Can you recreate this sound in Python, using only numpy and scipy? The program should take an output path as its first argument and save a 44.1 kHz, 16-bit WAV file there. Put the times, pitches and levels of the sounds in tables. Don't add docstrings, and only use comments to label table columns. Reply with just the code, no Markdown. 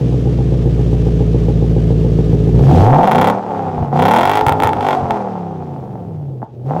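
import sys
import numpy as np
from scipy import signal
from scipy.fft import rfft, irfft
from scipy.io import wavfile
from scipy.ndimage import uniform_filter1d, minimum_filter1d

SR = 44100
rng = np.random.default_rng(int(sys.argv[2]) if len(sys.argv) > 2 else 0)


def wrap_up_sound(samples):
    columns = np.atleast_2d(samples).T
    tamed = np.clip(columns, -1, 1)
    steps = np.round(tamed * 32767).astype(np.int16)
    wavfile.write(sys.argv[1], SR, steps)


N = 299880
T = np.arange(N) / SR


def amp(db):
    return 10 ** (np.asarray(db) / 20)


def unit_rms(x):
    return x / np.sqrt(np.mean(x ** 2) + 1e-20)


def running_power(x, size):
    return uniform_filter1d(uniform_filter1d(x ** 2, size), size)


def steadied(x, size):
    return x / np.sqrt(abs(running_power(x, size) + 1e-6 * np.mean(x ** 2)))


def noise():
    return rng.standard_normal(N)


def wander(hz):
    f = np.fft.rfftfreq(N, 1 / SR)
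    return unit_rms(irfft(rfft(noise()) * np.exp(-(f / hz) ** 2), N))


def colour(x, spectrum, size=4096):
    hz, db = np.transpose(spectrum)
    f = abs(np.fft.fftfreq(size, 1 / SR))
    log_gain = np.log(amp(np.interp(np.log(f + 1), np.log(hz + 1), db)))
    response = np.fft.ifft(np.exp(np.conj(signal.hilbert(log_gain)))).real[:size // 2]
    return signal.oaconvolve(x, response)[:N]


def cut(x, hz, kind, order=2):
    return signal.sosfilt(signal.butter(order, hz, kind, fs=SR, output="sos"), x)


def resonate(x, modes, shape=np.sin):
    t = T[:SR // 4]
    response = sum(amp(db) * 2 * np.pi * width / SR * np.exp(-np.pi * width * t)
                   * shape(2 * np.pi * hz * t) for hz, width, db in modes)
    return signal.oaconvolve(x, response)[:N]


def impulses(times_s, strengths):
    samples = np.clip(np.round(np.asarray(times_s) * SR).astype(int), 0, N)
    return np.bincount(samples, strengths, N + 1)[:N]


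def log_interp(at_hz, hz, db):
    return np.interp(np.log(at_hz), np.log(hz), db)


def level(rows, engine):
    cycle_hz, opening = engine
    hz, coasting_db, pulling_db = np.transpose(rows)
    coasting, pulling = log_interp(cycle_hz, hz, coasting_db), log_interp(cycle_hz, hz, pulling_db)
    return amp(coasting + opening * (pulling - coasting))


# start_s, end_s, opening_fraction
THROTTLE_PRESSES = [(2.511, 3.298, 0.95), (3.438, 3.846, 0.43), (3.914, 4.386, 0.95), (4.775, 4.943, 0.9),
                    (5.07, 5.146, 0.55), (6.642, 6.804, 0.46)]
def throttle(open_s=0.024, close_s=0.092):
    since = lambda s: np.maximum(T - s, 0)
    return np.max([opening * (1 - np.exp(-since(start) / open_s)) * np.exp(-since(end) / close_s)
                   for start, end, opening in THROTTLE_PRESSES], axis=0)


# phase_cycles, idle_db, fast_db, crack_db
CYLINDER_PULSES = [(.08, 6.7, 4.5, -1.5), (0.192, 3, 11.5, -7.5), (0.322, 6.5, 7.5, -61.5),
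                   (0.455, 9, 15, -22.5), (.574, 2.5, -4, 7.5), (.702, 8, 9.5, 3.5), (0.839, 4, 13.5, 1),
                   (.956, 9.5, 12, -31.5)]
PHASE_CYCLES, IDLE_DB, FAST_DB, CRACK_DB = np.transpose(CYLINDER_PULSES)
def firings(cycles, cylinder_db, scatter_db, jitter_s):
    phases = np.arange(int(cycles[-1]) + 1)[:, None] + PHASE_CYCLES
    strength, delay = rng.standard_normal((2,) + phases.shape)
    times_s = np.interp(phases, cycles, T, right=2 * T[-1]) + jitter_s * delay
    return impulses(times_s.ravel(), amp(cylinder_db + scatter_db * np.clip(strength, -2, 2)).ravel())


# pitch_hz, bandwidth_hz, gain_db
PIPE_MODES = [(59.45, 3.8, 7), (94.5, 3.9, -2), (119.4, 14, -12.5), (134.8, 7.2, 10.5), (149.3, 15, 4),
              (163, 4.9, 3), (233, 13.4, -4.5), (282, 7.4, -4), (339.3, 4.1, -4), (366.7, 1.8, -3),
              (420, 6.3, 0), (463.3, 8, -7.5), (517, 15, -22)]
# frequency_hz, gain_db
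CHUFF_SPECTRUM = [(150, -20), (300, 0.5), (450, 4), (540, -7.5), (620, -25.5), (800, -8.5), (950, -24),
                  (1300, -42.5), (3000, -60.5)]
# cycle_hz, coasting_db, pulling_db
THROB_LEVELS = [(7.08, -11, -5.5), (11.85, -23.5, -10), (15.9, -41, -14), (24, -57, -60)]
def throb(cycles, engine):
    pulses = firings(cycles, IDLE_DB, scatter_db=.6, jitter_s=.00008)
    pipe = cut(resonate(pulses, PIPE_MODES), 61.4, "highpass", order=3)
    pipe = cut(pipe, 504, "lowpass", order=7)
    gust = np.maximum(np.cos(2 * np.pi * (cycles - .03)), 0) ** 2
    chuff = colour(gust * (unit_rms(pulses) + .5 * noise()), CHUFF_SPECTRUM)
    return level(THROB_LEVELS, engine) * (steadied(pipe, size=6100) + amp(-10.5) * unit_rms(chuff))


# cycle_hz, coasting_db, pulling_db
NOTE_LEVELS = [(8.4, -50.5, -27), (11.4, -32, -4.5), (17, -22.5, -4.5), (31.5, -44.5, -29), (54, -53, -75)]
def firing_note(cycles, engine):
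    note = np.sin(2 * np.pi * 8 * cycles) * amp(wander(25))
    return level(NOTE_LEVELS, engine) * unit_rms(note)


# harmonic_number, level_db
BURBLE_HARMONICS = [(2, -7), (3, -7), (4, -17.5), (5, 1), (6, -4.5), (7, -14), (9, -19), (10, -9),
                    (11, -25.5), (12, -11), (13, -16.5)]
# frequency_hz, gain_db
SILENCER_RESPONSE = [(55, -18), (78, -20), (95, -1), (115, -2.5), (135, 0.5), (170, -3.5), (220, -5),
                     (290, -7), (430, 6), (700, -1)]
# cycle_hz, coasting_db, pulling_db
BURBLE_LEVELS = [(7, -59, -46), (15, -39, -50), (31.3, -26.5, -16.5), (53, -25, -26.5)]
def burble(cycles, engine):
    cycle_hz, _ = engine
    harmonics = np.zeros(N)
    for k, db in BURBLE_HARMONICS:
        silencer_db = log_interp(k * cycle_hz, *np.transpose(SILENCER_RESPONSE))
        gain = amp(db + silencer_db + 2.24 * wander(5.7))
        harmonics += gain * np.sin(2 * np.pi * (k * cycles + rng.random()))
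    return level(BURBLE_LEVELS, engine) * np.sqrt(2) * harmonics


# frequency_hz, gain_db
RUMBLE_SPECTRUM = [(20, -34.5), (50, -20.5), (90, -3), (140, -4.5), (220, -9.5), (450, -9), (700, -19),
                   (1500, -61.5)]
# cycle_hz, coasting_db, pulling_db
RUMBLE_LEVELS = [(6.87, -25, -21.5), (11.3, -36, -8.5), (26.8, -30, -29), (40.7, -44.5, -29.5),
                 (54.2, -18.5, -42)]
def rumble(engine):
    lumps = cut(colour(noise(), RUMBLE_SPECTRUM), 77, "highpass", order=3)
    return level(RUMBLE_LEVELS, engine) * unit_rms(lumps)


# frequency_hz, gain_db
RUSH_SPECTRUM = [(650, 4.5), (1100, 0), (1230, 1), (1370, -4.5), (1770, -3), (2020, -6), (2470, -5),
                 (2670, -4.5), (3250, -4.5), (4150, -9.5), (5980, -12.5), (15500, -35.5)]
# cycle_hz, coasting_db, pulling_db
RUSH_LEVELS = [(7.2, -39.5, -40), (11, -39, -26.5), (15.1, -62.5, -34.5), (32, -52, -37), (54, -43, -36)]
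def rush(cycles, engine):
    flutter = amp(1.1 * np.cos(2 * np.pi * 8 * cycles) + 0.87 * wander(40))
    return level(RUSH_LEVELS, engine) * unit_rms(flutter * colour(noise(), RUSH_SPECTRUM))


# cycle_hz, coasting_db, pulling_db
BUFFET_LEVELS = [(7, -55, -42), (15, -73.5, -32), (26, -73, -42), (42, -72, -67), (54, -50, -53)]
def buffet(engine):
    gusts = cut(cut(noise(), 81, "lowpass", order=3), 21, "highpass")
    return level(BUFFET_LEVELS, engine) * unit_rms(gusts)


# frequency_hz, gain_db
BARK_SPECTRUM = [(120, -31.5), (240, -5), (320, -13), (420, -6), (520, -3.5), (620, -9), (740, 4),
                 (860, -1), (1020, -11.5), (1250, -15.5), (1700, -27.5), (2500, -34.5), (4000, -55),
                 (9000, -66)]
# cycle_hz, coasting_db, pulling_db
BARK_LEVELS = [(7.3, -69.5, -32.5), (10.35, -73, -12), (18, -44.5, -4.5), (34.9, -29, -11),
               (52, -20.5, -15)]
def bark(cycles, engine):
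    burr = unit_rms(firings(cycles, FAST_DB, scatter_db=2.8, jitter_s=.00009))
    rap = unit_rms(firings(cycles, .6 * CRACK_DB, scatter_db=1.0, jitter_s=.00003))
    load = np.clip(level(CRACK_LEVELS, engine) / amp(-34), 0, 1)
    pulses = (1 - load) * burr + load * rap
    puffs = cut(pulses, 170, "lowpass", order=1) * noise()
    voice = colour(unit_rms(pulses) + amp(-5) * unit_rms(puffs), BARK_SPECTRUM)
    return level(BARK_LEVELS, engine) * steadied(voice, size=3000)


# delay_s, gain_db
NEAR_REFLECTIONS = [(.0037, -19), (.0059, -34), (.0083, -24), (0.0116, -14.5)]
def roadside(x, far_db, far_t60_s):
    t = T[:SR]
    near = sum(amp(db) * np.interp(T - delay_s, T, x) for delay_s, db in NEAR_REFLECTIONS)
    tail = cut(rng.standard_normal(SR) * (t > .015), 1700, "lowpass") * amp(-60 * t / far_t60_s)
    far = signal.oaconvolve(x, amp(far_db) * tail / np.linalg.norm(tail))[:N]
    return cut(x + near + far, 120, "highpass")


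# start_s, relative_level_db
COUGH_EVENTS = [(2.692, -1), (2.713, 2.5), (2.936, 8), (2.964, 1.5), (2.988, 16.5), (3.829, -11),
                (3.928, 1), (5.955, -10.5), (6.419, -11), (6.428, -6.5), (6.708, -1), (6.715, -7),
                (6.735, -6), (6.764, 0)]
# frequency_hz, gain_db
COUGH_SPECTRUM = [(60, -92), (200, 2), (500, -1.5), (800, 6), (1100, -10), (2000, -23.5), (3500, -63),
                  (8000, -59), (16000, -72.5)]
def coughs():
    start_s, db = np.transpose(COUGH_EVENTS)
    pulses = impulses(start_s, amp(db))
    puffs = cut(pulses, 30, "lowpass", order=1) * noise()
    return amp(-27) * unit_rms(cut(colour(pulses + 8 * puffs, COUGH_SPECTRUM), 2000, "lowpass"))


# frequency_hz, gain_db
SHOCK_SPECTRUM = [(150, -30), (400, -12), (650, -4), (860, 0), (1150, -8), (1450, -9), (1750, -16),
                  (2100, -15), (2800, -21), (3400, -22), (4500, -33), (7000, -39), (15500, -48)]
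# pitch_hz, bandwidth_hz, gain_db
TIP_MODES = [(855, 150, -3), (1980, 80, -4), (3360, 150, 2)]
def blast(shocks):
    turbulence = cut(abs(shocks), 73, "lowpass", order=1) * noise()
    road_echo = 0.33 * np.interp(T - .0022, T, shocks)
    front = colour(shocks + road_echo + 2.5 * turbulence, SHOCK_SPECTRUM)
    return front + resonate(front, TIP_MODES, np.cos)


# cycle_hz, coasting_db, pulling_db
CRACK_LEVELS = [(7, -88.5, -49), (18.1, -85, -32), (25.4, -95.5, -22.5), (40, -82, -17.5),
                (58.3, -58, -24.5)]
def cracks(cycles, engine):
    cycle_hz, opening = engine
    shocks = blast(firings(cycles, CRACK_DB, scatter_db=2.0, jitter_s=.00003))
    treble = cut(shocks, 1830, "highpass", order=4)
    treble_rms = np.sqrt(abs(running_power(treble, size=3500)) + 1e-12)
    return level(CRACK_LEVELS, (cycle_hz, opening ** 1.81)) * shocks / treble_rms


# frequency_hz, gain_db
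FIZZ_SPECTRUM = [(1000, -25), (2200, -3), (4500, -2), (8000, -4), (11500, 0), (15500, -1)]
def fizz(pressure, threshold=.45):
    excess = np.tanh(np.maximum(abs(pressure) - threshold, 0) / .5)
    return amp(-15.5) * colour(excess * noise(), FIZZ_SPECTRUM)


def swell(u):
    return u * np.exp(1 - u)


# start_s, onset_time_s, change_db
EXHAUST_LULLS = [(3.405, 0.011, -4), (3.7, 0.011, -4.5), (3.865, 0.011, 1), (6.447, 0.028, -15)]
def lulls():
    return amp(sum(db * swell(np.maximum(T - start_s, 0) / onset_s)
                   for start_s, onset_s, db in EXHAUST_LULLS))


# start_s, relative_level_db
THUD_EVENTS = [(3.775, -14), (3.809, -10), (4.413, -16), (4.462, -9.5), (4.513, -12.5), (4.635, -12.5),
               (4.765, -19), (4.975, -32), (5.023, -13.5), (5.108, -21)]
# frequency_hz, gain_db
THUD_SPECTRUM = [(30, -40), (60, -25), (92, 26), (112, -5), (140, 17.5), (190, -5), (400, -41)]
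def thuds(rise_s=0.012):
    start_s, db = np.transpose(THUD_EVENTS)
    envelope = signal.oaconvolve(impulses(start_s, amp(db)), swell(T[:SR // 4] / rise_s))[:N]
    boom = steadied(colour(noise(), THUD_SPECTRUM), size=900)
    return amp(-5.5) * cut(envelope * boom, 450, "lowpass", order=3)


# start_s, relative_level_db
POP_EVENTS = [(4.411, 10), (4.466, 15), (4.484, 11.5), (4.494, 13), (4.504, -15), (4.513, -3),
              (4.523, 10.5), (4.602, 10), (4.623, 10), (4.635, 20.5), (4.645, 5), (4.656, 5.5), (4.663, 4),
              (4.673, 10.5), (4.692, 7), (4.7, -7), (4.733, 7), (4.77, -4), (4.809, 5), (5.108, 9)]
def pops():
    start_s, db = np.transpose(POP_EVENTS)
    bangs = impulses(start_s, amp(db))
    echoes = impulses(start_s + .0023, amp(db - 12))
    return amp(-27) * unit_rms(blast(bangs + echoes))


# time_s, cycle_hz
CRANK_SPEED = [(0.0, 7.695), (1.04, 7.233), (2.49, 6.997), (2.6, 7.683), (2.73, 9.691), (2.85, 12.924),
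               (2.96, 18.394), (3.24, 34.111), (3.36, 39.283), (3.9, 27.706), (3.96, 29.237),
               (4.06, 33.669), (4.34, 52.368), (4.41, 53.978), (4.6, 52.918), (4.69, 53.481),
               (5.04, 44.889), (5.2, 40.252), (5.52, 32.593), (5.86, 25.267), (6.2, 18.552), (6.4, 15.516),
               (6.54, 14.578), (6.66, 16.064), (6.8, 22.278)]
def scene():
    cycle_hz = np.interp(T, *np.transpose(CRANK_SPEED))
    cycles = np.cumsum(cycle_hz) / SR
    engine = (cycle_hz, throttle())
    lull = lulls()
    drone = firing_note(cycles, engine) + burble(cycles, engine) + rumble(engine)
    soft = throb(cycles, engine) + lull * drone + rush(cycles, engine) + buffet(engine) + thuds()
    shocks = cracks(cycles, engine) + pops()
    sharp = lull * bark(cycles, engine) + coughs() + shocks + fizz(shocks)
    return (soft + roadside(sharp, far_db=-20, far_t60_s=0.25))[None]


def record(dry):
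    safe_gain = np.minimum(1, 1 / (abs(dry[0]) + 1e-9))
    held = dry * uniform_filter1d(minimum_filter1d(safe_gain, size=120), size=120)
    rounded = held / (1 + (held / 1.02) ** 8) ** (1 / 8)
    lowpass = signal.firwin(511, 15900, window=("kaiser", 9), fs=SR)
    return signal.oaconvolve(rounded, lowpass[None], "same")


dry = scene()
out = record(dry)
wrap_up_sound(out)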